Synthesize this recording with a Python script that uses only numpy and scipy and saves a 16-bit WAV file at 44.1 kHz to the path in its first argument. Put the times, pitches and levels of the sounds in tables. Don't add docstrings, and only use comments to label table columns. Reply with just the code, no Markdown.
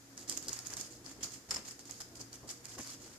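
import sys
import numpy as np
from scipy import signal
from scipy.fft import rfft, irfft, next_fast_len
from scipy.io import wavfile
from scipy.ndimage import uniform_filter1d, map_coordinates

SR = 44100
rng = np.random.default_rng(int(sys.argv[2]) if len(sys.argv) > 2 else 0)


def master(y):
    cut = np.clip(np.atleast_2d(y).T, -1, 1)
    pcm = np.round(cut * 32767)
    wavfile.write(sys.argv[1], SR, pcm.astype(np.int16))


N = 140238

# frequency in Hz, relative gain in dB.
RUMBLE_TONE = [(20, -25), (60, -4), (170, -4.5), (315, 1), (420, -6.5), (700, -12), (5000, -52)]
# frequency in Hz, relative gain in dB.
HISS_LEFT_TONE = [(200, -1.5), (900, -1), (1700, 2), (2800, -7.5), (4000, -5.5), (4800, 1), (5800, -1),
                  (6800, -7.5), (14500, -11.5)]
HISS_RIGHT_TONE = [(200, -8.5), (2800, -8), (5000, -6), (7000, 3), (8500, -8.5), (14500, -12.5)]
# frequency in Hz, mean rms level in dB.
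HUM_PARTIALS = [(119.5, -67), (272.5, -70.5), (480, -75.5)]
RUMBLE_DB, HISS_DB = -60.5, -53.5
LOW_WIDTH = 0.2071
HUM_WAVER_DB, HUM_DRIFT_RAD, RUMBLE_WAVER_DB = 3.5, 1.05, 1.6

# start in seconds, time from start to release in seconds,
# relative level in dB, extra level of the body band in dB.
RUSTLE_STROKES = [(0.167, 0.0697, -50, 0.5), (0.275, 0.05092, -41.5, -4.5), (0.31, 0.06464, -48, -1),
                  (0.366, 0.01312, -40, -1.5), (0.42, 0.05263, -48.5, 1.5), (0.478, 0.00839, -35, -9),
                  (0.487, 0.12018, -48.5, 4.5), (0.525, 0.010825, -37.5, -4), (0.614, 0.07387, -51, 1.5),
                  (0.657, 0.01488, -41.5, -3.5), (0.697, 0.0443, -45.5, 4.5), (0.765, 0.05094, -40.5, -2),
                  (0.813, 0.05986, -49, 1.5), (0.901, 0.0669, -53, -6), (1.043, 0.08417, -51, 4.5),
                  (1.205, 0.01925, -47.5, 6), (1.226, 0.01874, -30.5, -7.5), (1.243, 0.027235, -51, 7.5),
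                  (1.302, 0.0694, -50.5, -0.5), (1.333, 0.00979, -42.5, -19.5), (1.485, 0.03506, -48.5, 2),
                  (1.506, 0.005884, -29.5, 2.5), (1.512, 0.01847, -41.5, 7), (1.538, 0.010335, -36.5, 4),
                  (1.56, 0.006995, -39.5, 11.5), (1.566, 0.02481, -47.5, 8.5), (1.647, 0.07375, -46.5, 0.5),
                  (1.789, 0.022856, -50, -0.5), (1.851, 0.14213, -53, -7.5), (1.89, 0.03289, -49, 3.5),
                  (2, 0.018043, -39, -0.5), (2.149, 0.0346, -51, 0), (2.191, 0.02946, -45.5, 0),
                  (2.322, 0.03531, -47, 2), (2.472, 0.05828, -49.5, 3), (2.488, 0.024024, -40.5, -3),
                  (2.639, 0.02951, -51.5, 7.5), (2.681, 0.07537, -48, -0.5), (2.778, 0.027484, -44.5, 7.5),
                  (2.802, 0.02996, -43.5, -12.5), (2.838, 0.10906, -46.5, 0.5), (2.997, 0.08126, -52, 0.5),
                  (3.081, 0.08473, -56.5, 3.5)]
STROKE_ATTACK_S, STROKE_RELEASE_S = 0.005157, 0.005804
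STROKE_DB, BODY_DB, BODY_HZ = -1, -1, 2740.6
GRAINS_PER_S, GRAIN_SPREAD_DB, FLUTTER_DB = 2400, 4.1, 1.2
SMOOTH_SHARE, SIDES_SHARE = .45, .35
PATCHY_DB = 2

# start in seconds, relative level in dB, left over right in dB before the side colour.
QUILL_SNAPS = [(.1765, -35, 4), (.2968, -23.5, -7), (.3040, -33.5, 1), (.3150, -32, 0.5), (0.3245, -37, -4),
               (0.3745, -27, -7.5), (0.4272, -40.5, -11.5), (.4838, -27, -2), (0.4928, -27.5, 5),
               (0.5305, -28.5, -5), (.59, -31, -0.5), (0.67, -32.5, -6.5), (.7373, -30.5, -1),
               (0.7689, -29, -1.5), (0.8115, -29, -2), (1.063, -40, 15.5), (1.509, -28, -6.5),
               (1.7103, -39, 7.5), (1.7935, -42, -5), (1.8547, -43, -4.5), (1.91, -36.5, -13.5),
               (2.0042, -38, -8.5), (2.156, -44.5, 3), (2.2129, -34, 6.5), (2.3299, -37.5, 9),
               (2.6549, -34.5, -6)]
# frequency in Hz, gain in dB.
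SNAP_TONE = [(200, -12), (2500, -9.5), (4500, 1), (6500, 0.5), (9000, 0.5), (14000, 0)]
SNAP_CRUMBLE, QUILL_RING = 1.8, .55
SNAP_T60_S, QUILL_HZ, QUILL_SPREAD = .011, 5800, .25

# frequency in Hz, gain in dB.
LEFT_COLOUR = [(60, -1.5), (300, -5), (1000, 0.5), (1700, 0), (2800, -4.5), (3900, -5.5), (4500, 3.5),
               (5200, 9.5), (5500, 2), (5850, 4), (6300, 2.5), (6900, -28.5), (7800, -1.5), (8700, -13),
               (10000, -12), (14500, -21.5)]
RIGHT_COLOUR = [(60, -18), (300, -9.5), (900, -8), (2800, -5), (4200, -5), (5000, -0.5), (5800, 0.5),
                (6700, 11), (7350, 8), (7850, 3), (8300, 3), (9500, -6.5), (11500, -5.5), (14500, -14)]
ECHO_T60_S = 0.3559
ECHO_DB, SNAP_ECHO_DB, HIT_ECHO_DB = -5, -8, -12.5

# start in seconds, time from start to release in seconds, relative level in dB.
SOFT_BUMPS = [(.305, 0.02394, -53.5), (.468, 0.03685, -52), (.73, 0.1034, -58), (1.175, 0.08835, -57.5),
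              (1.485, 0.11372, -54.5), (2.2, 0.01136, -52.5), (2.428, 0.04088, -52.5), (2.77, 0.03733, -51)]
# frequency in Hz, relative gain in dB.
BUMP_SPECTRUM = [(25, -29.5), (60, 3.5), (120, 1.5), (300, 4.5), (1100, -11.5), (6000, -67)]
BUMP_ATTACK_S, BUMP_RELEASE_S = 0.001817, 0.01462

# start in seconds, relative level in dB.
HOLLOW_KNOCKS = [(0.7376, -53), (1.566, -46.5), (2.4306, -56), (2.7843, -44.5), (2.7925, -49), (2.799, -54)]
# frequency in Hz, mean relative level in dB, 60 dB decay in seconds.
HOLLOW_MODES = [(274.97, -0.5, 0.0827), (517.24, -2, 0.03447), (757, -2.5, 0.0208), (1044.4, 1, 0.05857),
                (1608.4, -9, 0.03013)]
KNOCK_RIGHT_DB = -3.5

# start in seconds, time from start to release in seconds, relative level in dB.
SQUEAK_SCRAPES = [(1.508, 0.00582, -29.5), (1.543, 0.004766, -34), (1.5605, 0.001652, -32),
                  (1.5662, 0.002437, -33)]
SCRAPE_ATTACK_S, SCRAPE_RELEASE_S = 0.000681, 0.00186
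SCRAPE_LEFT_HZ, SCRAPE_RIGHT_HZ, SCRAPE_ROUGH_RAD = 5181, 7200, 1.4655
SCRAPE_RIGHT_DB, SCRAPE_SPILL_DB = -3.5, -8
TOP_HZ = 14750


def amp(db):
    return 10 ** (np.asarray(db) / 20)


def unit(x):
    return x / np.sqrt(np.mean(x ** 2) + 1e-20)


def even(x):
    return x / np.linalg.norm(x, axis=-1, keepdims=True)


def along(points, hz):
    f, v = np.transpose(points)
    return np.interp(np.log(hz + 1), np.log(f + 1), v)


def wobble(rate):
    knots = rng.standard_normal(int(N * rate / SR) + 4)
    return map_coordinates(knots, [np.arange(N) * rate / SR])


def coloured(x, points):
    m = 2 * next_fast_len(N // 2 + SR // 4)
    gain = amp(along(points, np.fft.rfftfreq(m, 1 / SR)))
    cepstrum = irfft(np.log(gain), m)
    cepstrum[1:m // 2] *= 2
    cepstrum[m // 2 + 1:] = 0
    return irfft(rfft(x, m) * np.exp(rfft(cepstrum)), m)[..., :N]


def swells(rows, attack, release):
    power, t = np.zeros(N + SR), np.arange(SR // 2) / SR
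    for start, length, db in rows:
        shape = np.minimum(t / attack, 1) * np.exp(-np.maximum(t - length, 0) / release)
        power[int(start * SR):][:len(t)] += (amp(db) * shape) ** 2
    return np.sqrt(power[:N])


def pair(size):
    z = rng.standard_normal((3, size))
    return np.sqrt(SIDES_SHARE) * z[0] + np.sqrt(1 - SIDES_SHARE) * z[1:]


def low_noise(tone):
    mid, side = coloured(rng.standard_normal((2, N)), tone)
    return unit(np.array([mid + LOW_WIDTH * side, mid - LOW_WIDTH * side]))


def background():
    t = np.arange(N) / SR
    hum = 0
    for hz, db in HUM_PARTIALS:
        level = np.sqrt(2) * amp(db + HUM_WAVER_DB * wobble(9.6))
        hum = hum + level * np.sin(2 * np.pi * hz * t + HUM_DRIFT_RAD * wobble(9))
    hiss = np.array([coloured(rng.standard_normal(N), tone) for tone in (HISS_LEFT_TONE, HISS_RIGHT_TONE)])
    rumble = amp(RUMBLE_DB + RUMBLE_WAVER_DB * wobble(7.4282)) * low_noise(RUMBLE_TONE)
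    return hum + rumble + amp(HISS_DB) * hiss


def grains():
    slips = rng.random(N) < GRAINS_PER_S / SR
    sizes = slips * amp(GRAIN_SPREAD_DB * np.minimum(rng.exponential(size=N), 4))
    return np.sqrt(1 - SMOOTH_SHARE) * unit(sizes * pair(N)) + np.sqrt(SMOOTH_SHARE) * pair(N)


def grain_band(kind):
    return signal.sosfilt(signal.butter(3, BODY_HZ, kind, fs=SR, output="sos"), grains())


def rustle():
    top_rows = [(start, length, db) for start, length, db, _ in RUSTLE_STROKES]
    body_rows = [(start, length, db + extra) for start, length, db, extra in RUSTLE_STROKES]
    flutter = amp(STROKE_DB + FLUTTER_DB * wobble(130))
    top = swells(top_rows, STROKE_ATTACK_S, STROKE_RELEASE_S) * grain_band("high")
    body = swells(body_rows, STROKE_ATTACK_S, STROKE_RELEASE_S) * grain_band("low")
    return flutter * (top + amp(BODY_DB) * body)


def patchy(x):
    z = signal.stft(x, nperseg=128)[2]
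    field = uniform_filter1d(rng.standard_normal(z.shape[1:]), size=4, axis=0)
    field = uniform_filter1d(field, size=9, axis=1)
    return signal.istft(z * amp(PATCHY_DB * unit(field)), nperseg=128)[1][:, :N]


def snaps():
    out, t = np.zeros((2, N + SR)), np.arange(SR // 20) / SR
    dying = amp(-60 * t / SNAP_T60_S)
    for start, db, pan_db in QUILL_SNAPS:
        pitch = QUILL_HZ * np.exp(QUILL_SPREAD * rng.standard_normal())
        ring = even(np.sin(2 * np.pi * pitch * t) * dying)
        crumble = even(pair(len(t)) * dying)
        snap = even((t == 0) + SNAP_CRUMBLE * crumble + QUILL_RING * ring)
        snap = snap * np.sqrt(SR / 1000)
        out[:, int(start * SR):][:, :len(t)] += snap * amp(db + np.array([[pan_db], [-pan_db]]) / 2)
    return coloured(out[:, :N], SNAP_TONE)


def echo(x):
    t = np.arange(SR // 2) / SR
    tail = rng.standard_normal((2, len(t))) * amp(-60 * t / ECHO_T60_S)
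    return signal.fftconvolve(x, tail / np.linalg.norm(tail[0]), axes=1)[:, :N]


def bumps():
    return swells(SOFT_BUMPS, BUMP_ATTACK_S, BUMP_RELEASE_S) * low_noise(BUMP_SPECTRUM)


def knocks():
    out, t = np.zeros(N + SR), np.arange(SR // 10) / SR
    for start, db in HOLLOW_KNOCKS:
        for hz, mode_db, t60 in HOLLOW_MODES:
            decay = amp(db + mode_db + rng.normal(0, 1.612) - 60 * t / t60)
            out[int(start * SR):][:len(t)] += decay * np.sin(2 * np.pi * (hz * t + rng.random()))
    return np.array([out[:N], amp(KNOCK_RIGHT_DB) * out[:N]])


def squeak(hz):
    t = np.arange(N) / SR
    return np.sqrt(2) * np.sin(2 * np.pi * hz * t + SCRAPE_ROUGH_RAD * wobble(650))


def scrapes():
    low, high = squeak(SCRAPE_LEFT_HZ), squeak(SCRAPE_RIGHT_HZ)
    right = amp(SCRAPE_RIGHT_DB) * high + amp(SCRAPE_SPILL_DB) * low
    return swells(SQUEAK_SCRAPES, SCRAPE_ATTACK_S, SCRAPE_RELEASE_S) * np.array([low, right])


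def scene():
    strokes, ticks, hits = patchy(rustle()), snaps(), scrapes() + knocks()
    left, right = strokes + ticks + amp(ECHO_DB) * echo(strokes) + amp(SNAP_ECHO_DB) * echo(ticks)
    crackle = np.array([coloured(left, LEFT_COLOUR), coloured(right, RIGHT_COLOUR)])
    return crackle + hits + amp(HIT_ECHO_DB) * echo(hits) + bumps() + background()


def record(dry):
    m = next_fast_len(N + SR // 2)
    return irfft(rfft(dry, m) * (np.fft.rfftfreq(m, 1 / SR) < TOP_HZ), m)[:, :N]


dry = scene()
out = record(dry)
master(out)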